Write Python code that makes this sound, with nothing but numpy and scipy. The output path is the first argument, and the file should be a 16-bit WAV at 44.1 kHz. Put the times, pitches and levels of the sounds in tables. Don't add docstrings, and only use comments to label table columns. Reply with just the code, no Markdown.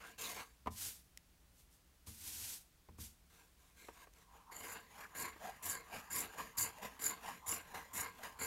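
import sys
import numpy as np
from scipy import signal
from scipy.fft import rfft, irfft, next_fast_len
from scipy.io import wavfile
from scipy.ndimage import uniform_filter1d, map_coordinates

SR = 44100
rng = np.random.default_rng(int(sys.argv[2]) if len(sys.argv) > 2 else 0)


def transcribe(u):
    v = np.clip(np.atleast_2d(u).T, -1, 1)
    q = np.round(v * 32767).astype(np.int16)
    wavfile.write(sys.argv[1], SR, q)


N = 373086
TIME = np.arange(N) / SR
SIZE = next_fast_len(N + SR)
HZ = np.fft.rfftfreq(SIZE, 1 / SR)

# start_s, rise_s, hold_s, fall_s, rasp_db, drag_db
SCRAPES = [(0.0, .004, .105, .06, -64, -58), (.179, .025, .1, .15, -48, -51.5),
           (.36, .035, .018, .055, -56.5, -49.5), (3.295, .042, .08, .14, -70, -71.5),
           (3.568, .036, .096, .2, -75, -76), (3.759, .06, .032, .2, -64.5, -64.5),
           (3.93, .085, .022, .03, -65, -64), (4.127, .058, .04, .058, -71.5, -70)]
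SCRAPE_ENTRY_DB = 7
# centre_hz, width_hz, gain_db
PLATE_MODES = [(453, 28, -2.5), (706, 19, -2.5), (1000, 70, -3), (1119, 20, 0.5), (1612, 50, -0.5),
               (2128, 65, -3), (2726, 246, -13)]
# pitch_hz, gain_db, t60_s
FLEX_MODES = [(63, -6, 0.45), (80.5, 3, 0.36), (101.6, -1, 0.23), (114.6, -5.5, .35), (138, -9, .25),
              (175.7, -9.5, 0.46), (217, -6, 0.41), (236, -7, 0.3), (312, -8, 0.16), (462, -12.5, 0.23)]
# centre_hz, width_hz, gain_db
BLADE_MODES = [(4715, 50, -13), (7085, 240, 1), (11400, 1700, -12)]
# start_s, dig_s, cut_s, tear_db, drag_db
PUSHES = [(4.511, .19, .028, -51.5, -52), (5.146, .08, .005, -44.5, -48.5),
          (5.623, .055, .04, -40.5, -49.5), (6.101, .05, .056, -39.5, -49), (6.569, .018, .048, -36, -49.5),
          (6.991, .085, .006, -41, -48.5), (7.46, .035, .045, -40, -49.5), (7.93, .045, .04, -42.5, -49),
          (8.387, .06, .05, -43.5, -47.5)]


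def amp(db):
    return 10 ** (np.asarray(db) / 20)


def unit(x):
    return x / np.sqrt(np.mean(x ** 2) + 1e-20)


def filtered(x, response):
    return irfft(rfft(x, SIZE) * response, SIZE)[:N]


def passed(x, response):
    return filtered(x, response / np.sqrt(np.mean(abs(response) ** 2)))


def colour(points):
    hz, db = np.transpose(points)
    cepstrum = irfft(np.log(amp(np.interp(np.log(HZ + 1), np.log(hz), db))), SIZE)
    cepstrum[1:SIZE // 2] *= 2
    cepstrum[SIZE // 2 + 1:] = 0
    return np.exp(rfft(cepstrum))


def resonances(modes):
    return sum((-1) ** k * amp(db) * 1j * HZ * width / (hz * hz - HZ ** 2 + 1j * HZ * width)
               for k, (hz, width, db) in enumerate(modes))


def wobble(rate_hz):
    return map_coordinates(rng.standard_normal(int(N * rate_hz / SR) + 4), [TIME * rate_hz], order=1)


def envelope(strokes, entry_db, curve=1, edge_s=.008):
    power, t = np.zeros(N + SR), np.arange(SR) / SR
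    for start_s, rise_s, hold_s, fall_s, level_db in strokes:
        swell_db = -entry_db * np.maximum(1 - t / rise_s, 0) ** curve
        fade_db = -20 * np.maximum(t - rise_s - hold_s, 0) / fall_s
        onset = np.minimum(t / edge_s, 1)
        power[max(round(start_s * SR), 0):][:SR] += amp(level_db + swell_db + fade_db) ** 2 * onset
    return np.sqrt(power[:N])


def grains(rate_hz, spread_db):
    impulses = (rng.random(N) < rate_hz / SR) * np.sign(rng.standard_normal(N))
    return unit(impulses * amp(spread_db * rng.standard_normal(N)))


def bursts(rows):
    out, t = np.zeros(N + SR), np.arange(SR // 2) / SR
    for start_s, level_db, t60_s in rows:
        out[round(start_s * SR):][:len(t)] += amp(level_db - 60 * t / t60_s) * rng.standard_normal(len(t))
    return out[:N]


def background(air_db=-69, hum_waver_db=1.5):
    # freq_hz, gain_db
    air_colour = [(12, -36), (20, -14), (65, -2.5), (88, -13.5), (181, -17), (209, -26.5), (240, -19),
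                  (456, -26), (524, -26.5), (15800, -34.5)]
    # pitch_hz, level_db
    partials = [(60, -80.5), (180, -84)]
    hum = sum(amp(db) * np.sqrt(2) * np.sin(2 * np.pi * hz * TIME) for hz, db in partials)
    air = unit(filtered(rng.standard_normal(N), colour(air_colour)))
    return amp(air_db) * air + hum * amp(hum_waver_db * wobble(5))


def rim_scrape(clump_db=1.9):
    # freq_hz, gain_db
    rasp_colour = [(1180, -38), (2200, -5.5), (4000, -2), (4630, -8.5), (5220, -5), (7010, 0), (8260, -4.5),
                   (14400, -6), (15800, -14)]
    fibres = unit(filtered(grains(6000, spread_db=1.5), colour(rasp_colour)))
    pressure = envelope([(*timing, db) for *timing, db, _ in SCRAPES], SCRAPE_ENTRY_DB)
    return pressure * amp(clump_db * wobble(150)) * fibres


def push_force(run_on_s=.033, brake_s=.104):
    strokes = [(s, dig, cut + run_on_s, brake_s, db) for s, dig, cut, _, db in PUSHES]
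    return envelope(strokes, entry_db=5.5)


def plate_drag(ring_db=-2.7, rub_db=-2.4, judder_db=2):
    # freq_hz, gain_db
    drag_colour = [(40, -24), (90, -3), (140, -9.5), (220, -5), (340, -7.5), (450, -11.5), (540, -8.5),
                   (1080, -5), (1600, -6.5), (2300, -7), (3500, -17), (4500, -11), (6500, -36.5)]
    scrape_force = envelope([(*timing, db) for *timing, _, db in SCRAPES], SCRAPE_ENTRY_DB)
    force = (push_force() + scrape_force) * amp(judder_db * wobble(130))
    ring = passed(force * grains(2500, spread_db=3.5), resonances(PLATE_MODES))
    rub = passed(force * grains(2500, spread_db=3.5), colour(drag_colour))
    return amp(ring_db) * ring + amp(rub_db) * rub


def squeaks_and_hoots(trim_db=-1.5, waver=.09, rough_db=3):
    # middle_s, length_s, start_hz, end_hz, level_db
    glides = [(0.051, 0.097, 1560, 1440, -55), (0.256, .07, 4000, 3820, -47),
              (0.39, 0.055, 2300, 2160, -52), (5.039, 0.072, 1687, 1590, -51),
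              (5.465, .13, 681, 737, -45.5), (5.943, .07, 806, 650, -47.5), (6.355, .035, 700, 740, -56),
              (6.395, .06, 1040, 1136, -44), (6.584, 0.014, 7000, 5140, -43),
              (6.585, 0.014, 5000, 4700, -35.5), (6.62, .03, 4720, 4720, -50), (6.795, .04, 603, 644, -54),
              (6.84, .05, 805, 710, -49.5), (7.251, 0.034, 790, 740, -46.5), (7.295, 0.045, 796, 944, -47),
              (7.763, 0.096, 850, 742, -51.5), (8.0, .1, 952, 973, -54), (8.207, .04, 727, 713, -50)]
    out = np.zeros(N)
    jitter, roughness = wobble(500), amp(rough_db * wobble(220))
    for middle_s, length_s, start_hz, end_hz, level_db in glides:
        on = abs(TIME - middle_s) < length_s / 2
        progress = (TIME[on] - middle_s) / length_s + .5
        pitch_hz = start_hz + (end_hz - start_hz) * progress
        pitch_hz += waver * np.sqrt(pitch_hz * 2500) * jitter[on]
        tone = np.sin(2 * np.pi * np.cumsum(pitch_hz) / SR)
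        out[on] += amp(level_db + trim_db) * np.sin(np.pi * progress) * roughness[on] * tone
    return out


def knocks(knock_trim_db=-9, thump_trim_db=-4, attack_s=.007):
    # start_s, knock_db, thump_db, knock_t60_s
    landings = [(0.66, -34, -52, 0.045), (0.671, -23, -44, 0.048), (2.069, -55.5, -49, 0.15),
                (2.887, -46, -54.5, 0.047), (2.985, -48.5, -47.5, 0.068), (3.885, -36.5, -68, 0.057),
                (4.07, -47.5, -74, 0.06), (4.351, -51, -86, 0.03), (4.519, -43, -89, 0.04),
                (5.359, -44, -78, 0.064), (6.385, -40, -65, 0.03), (7.744, -38, -66, 0.034)]
    # freq_hz, gain_db
    knock_colour = [(120, -17), (320, -2.5), (450, -0.5), (620, -3.5), (830, -3), (1000, 1), (1150, 0),
                    (1350, -8), (2200, -14), (3500, -26), (9000, -37)]
    thump, t = np.zeros(N + SR), np.arange(SR) / SR
    onset = 1 - np.exp(-t / attack_s)
    for start_s, _, thump_db, _ in landings:
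        for hz, db, t60_s in FLEX_MODES:
            decay = amp(db + rng.standard_normal() - 60 * t / t60_s)
            mode = decay * np.sin(2 * np.pi * (hz * t + rng.random()))
            thump[round(start_s * SR):][:SR] += amp(thump_db + thump_trim_db) * mode * onset
    impacts = bursts([(s, db + knock_trim_db, t60_s) for s, db, _, t60_s in landings])
    return thump[:N] + passed(impacts, colour(knock_colour))


def flexing():
    modes = [(hz, np.log(1000) / np.pi / t60_s, db) for hz, db, t60_s in FLEX_MODES]
    return unit(filtered(rng.standard_normal(N), resonances(modes)))


def wiping(flutter_db=1.14, flex_db=-18):
    # start_s, rise_s, hold_s, fall_s, level_db
    wipes = [(.703, .118, .049, .115, -44), (1.5, .095, .024, .06, -69), (1.686, .04, .023, .08, -71),
             (2.058, .014, .02, .18, -57), (2.09, .175, .28, .085, -48), (2.977, .029, .04, .09, -53.5)]
    # freq_hz, gain_db
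    skin_colour = [(59, -6), (100, -8), (156, -19.5), (228, -23.5), (797, -12.5), (985, -9.5),
                   (1240, -13.5), (1500, -7.5), (1780, -9), (2250, -6.5), (6770, -0.5), (13300, -1),
                   (15800, -13)]
    hiss = unit(filtered(rng.standard_normal(N), colour(skin_colour))) * amp(flutter_db * wobble(60))
    return envelope(wipes, entry_db=20.5) * (hiss + amp(flex_db) * flexing())


def dry_cracks(trim_db=-6, t60_s=.007):
    # start_s, level_db
    cracks = [(1.1744, -34), (2.0734, -57), (4.137, -51), (6.384, -39), (6.785, -46), (6.828, -43),
              (8.238, -43)]
    # freq_hz, gain_db
    crack_colour = [(900, -29), (1900, 1.5), (3000, -8), (5200, -0.5), (9000, -3.5), (15000, -9)]
    return passed(bursts([(s, db + trim_db, t60_s) for s, db in cracks]), colour(crack_colour))


def sole_gains(skim_s=.102, hold_s=.018, run_up_s=.051, run_up_fall_s=.04, run_up_db=-55.5):
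    # start_s, rise_s, fall_s, rub_db, tone_db
    returns = [(4.29, .067, .14, -71, -59), (4.9, .11, .09, -58, -55), (5.39, .065, .135, -54, -51.5),
               (5.902, .04, .13, -50.5, -50.5), (6.372, .012, .14, -49, -52.5),
               (6.812, .018, .13, -50, -52), (7.221, .055, .12, -50, -51), (7.738, .006, .13, -50, -51),
               (8.226, .008, .1, -50, -52)]
    rubs, tones = [], []
    for start_s, rise_s, fall_s, rub_db, tone_db in returns:
        skim = (start_s + rise_s - skim_s, skim_s / 2, skim_s / 2, fall_s)
        loaded = (start_s, rise_s, hold_s, fall_s)
        rubs += [(*skim, rub_db - 12), (*loaded, rub_db)]
        tones += [(*skim, tone_db - 7.5), (*loaded, tone_db)]
    tones += [(s - run_up_s, run_up_s, 0, run_up_fall_s, run_up_db) for s, *_ in PUSHES]
    contact = amp(-70) * (TIME > 4.8)
    return np.hypot(envelope(rubs, entry_db=12), contact), envelope(tones, entry_db=13, edge_s=.02)


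def returning(ring_db=-8, hollow_db=-3.5, hollow_hz=1000, stage_width_hz=380, judder_db=2):
    # freq_hz, gain_db
    sole_colour = [(60, -10), (220, 3), (340, -8.5), (600, -1), (1400, -4), (1700, 0), (2500, -1.5),
                   (3400, -11.5), (5500, -14.5), (9000, -13.5), (11800, -14.5), (13200, -20), (15800, -21)]
    rub_gain, tone_gain = sole_gains()
    slips = rub_gain * amp(judder_db * wobble(90)) * grains(7000, spread_db=2.5)
    rub = passed(slips, colour(sole_colour))
    ring = passed(slips, resonances(BLADE_MODES)) + passed(slips, resonances(PLATE_MODES))
    cupped_hand = resonances([(hollow_hz, stage_width_hz, 0)]) ** 2
    hollow = unit(filtered(grains(4000, spread_db=2.5), cupped_hand))
    return rub + amp(ring_db) * ring + amp(hollow_db) * tone_gain * hollow


def cutting(ring_db=-3, tear_db=-4.3, chatter_db=3, clump_db=2.8, graze_db=-10, flex_db=-21,
            fall_s=.056, catch_trim_db=-8, catch_t60_s=.025):
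    # start_s, level_db
    hard_grain = [(5.7149, -30), (5.752, -34), (6.183, -28), (6.204, -30), (6.5978, -29), (6.626, -26.5),
                  (6.6434, -30), (7.0401, -24), (7.065, -26)]
    # freq_hz, gain_db
    tear_colour = [(2000, -37), (4000, -23), (6000, -19), (8500, -23), (10500, -10.5), (12400, -11.5),
                   (13600, -16), (15800, -25)]
    cuts = [(s, dig, cut, fall_s, db) for s, dig, cut, db, _ in PUSHES]
    shaving = envelope(cuts, entry_db=12, curve=1.7)
    bite = np.hypot(shaving, amp(graze_db) * push_force())
    chatter = bite * grains(4000, spread_db=1.5) * amp(ring_db + chatter_db * wobble(170))
    catches = bursts([(s, db + catch_trim_db, catch_t60_s) for s, db in hard_grain])
    tearing = bite * grains(6000, spread_db=3) * amp(tear_db + clump_db * wobble(120))
    ring = passed(chatter + catches, resonances(BLADE_MODES))
    return ring + passed(tearing, colour(tear_colour)) + amp(flex_db) * bite * flexing()


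def moving_contact(x, depth_db=2.9, rate_hz=14, patch_sqrt_hz=3.204):
    hz, t, spectra = signal.stft(x, SR, nperseg=512)
    grid = np.meshgrid(np.sqrt(hz) / patch_sqrt_hz, t * rate_hz, indexing="ij")
    weight = amp(depth_db * map_coordinates(rng.standard_normal((300, 400)), grid, mode="wrap"))
    weight /= np.sqrt(uniform_filter1d(weight ** 2, size=40, axis=0))
    return signal.istft(spectra * weight, SR, nperseg=512)[1][:N]


def walls(x, wet_db=-15, cutoff_hz=1500, t60_s=.25, delay_s=.003):
    t = np.arange(SR // 2) / SR
    tail = rng.standard_normal(len(t)) * amp(-60 * t / t60_s) * (t > delay_s)
    reflections = signal.fftconvolve(x, tail / np.linalg.norm(tail))[:N]
    return amp(wet_db) * filtered(reflections, 1 / (1 + 1j * HZ / cutoff_hz))


def scene():
    tool = moving_contact(plate_drag() + cutting() + rim_scrape() + returning()) + squeaks_and_hoots()
    work = tool + wiping() + knocks() + dry_cracks()
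    mono = work + walls(work) + background()
    return np.array([mono, mono])


def record(dry):
    return np.array([filtered(channel, HZ < 15800) for channel in dry])


dry = scene()
out = record(dry)
transcribe(out)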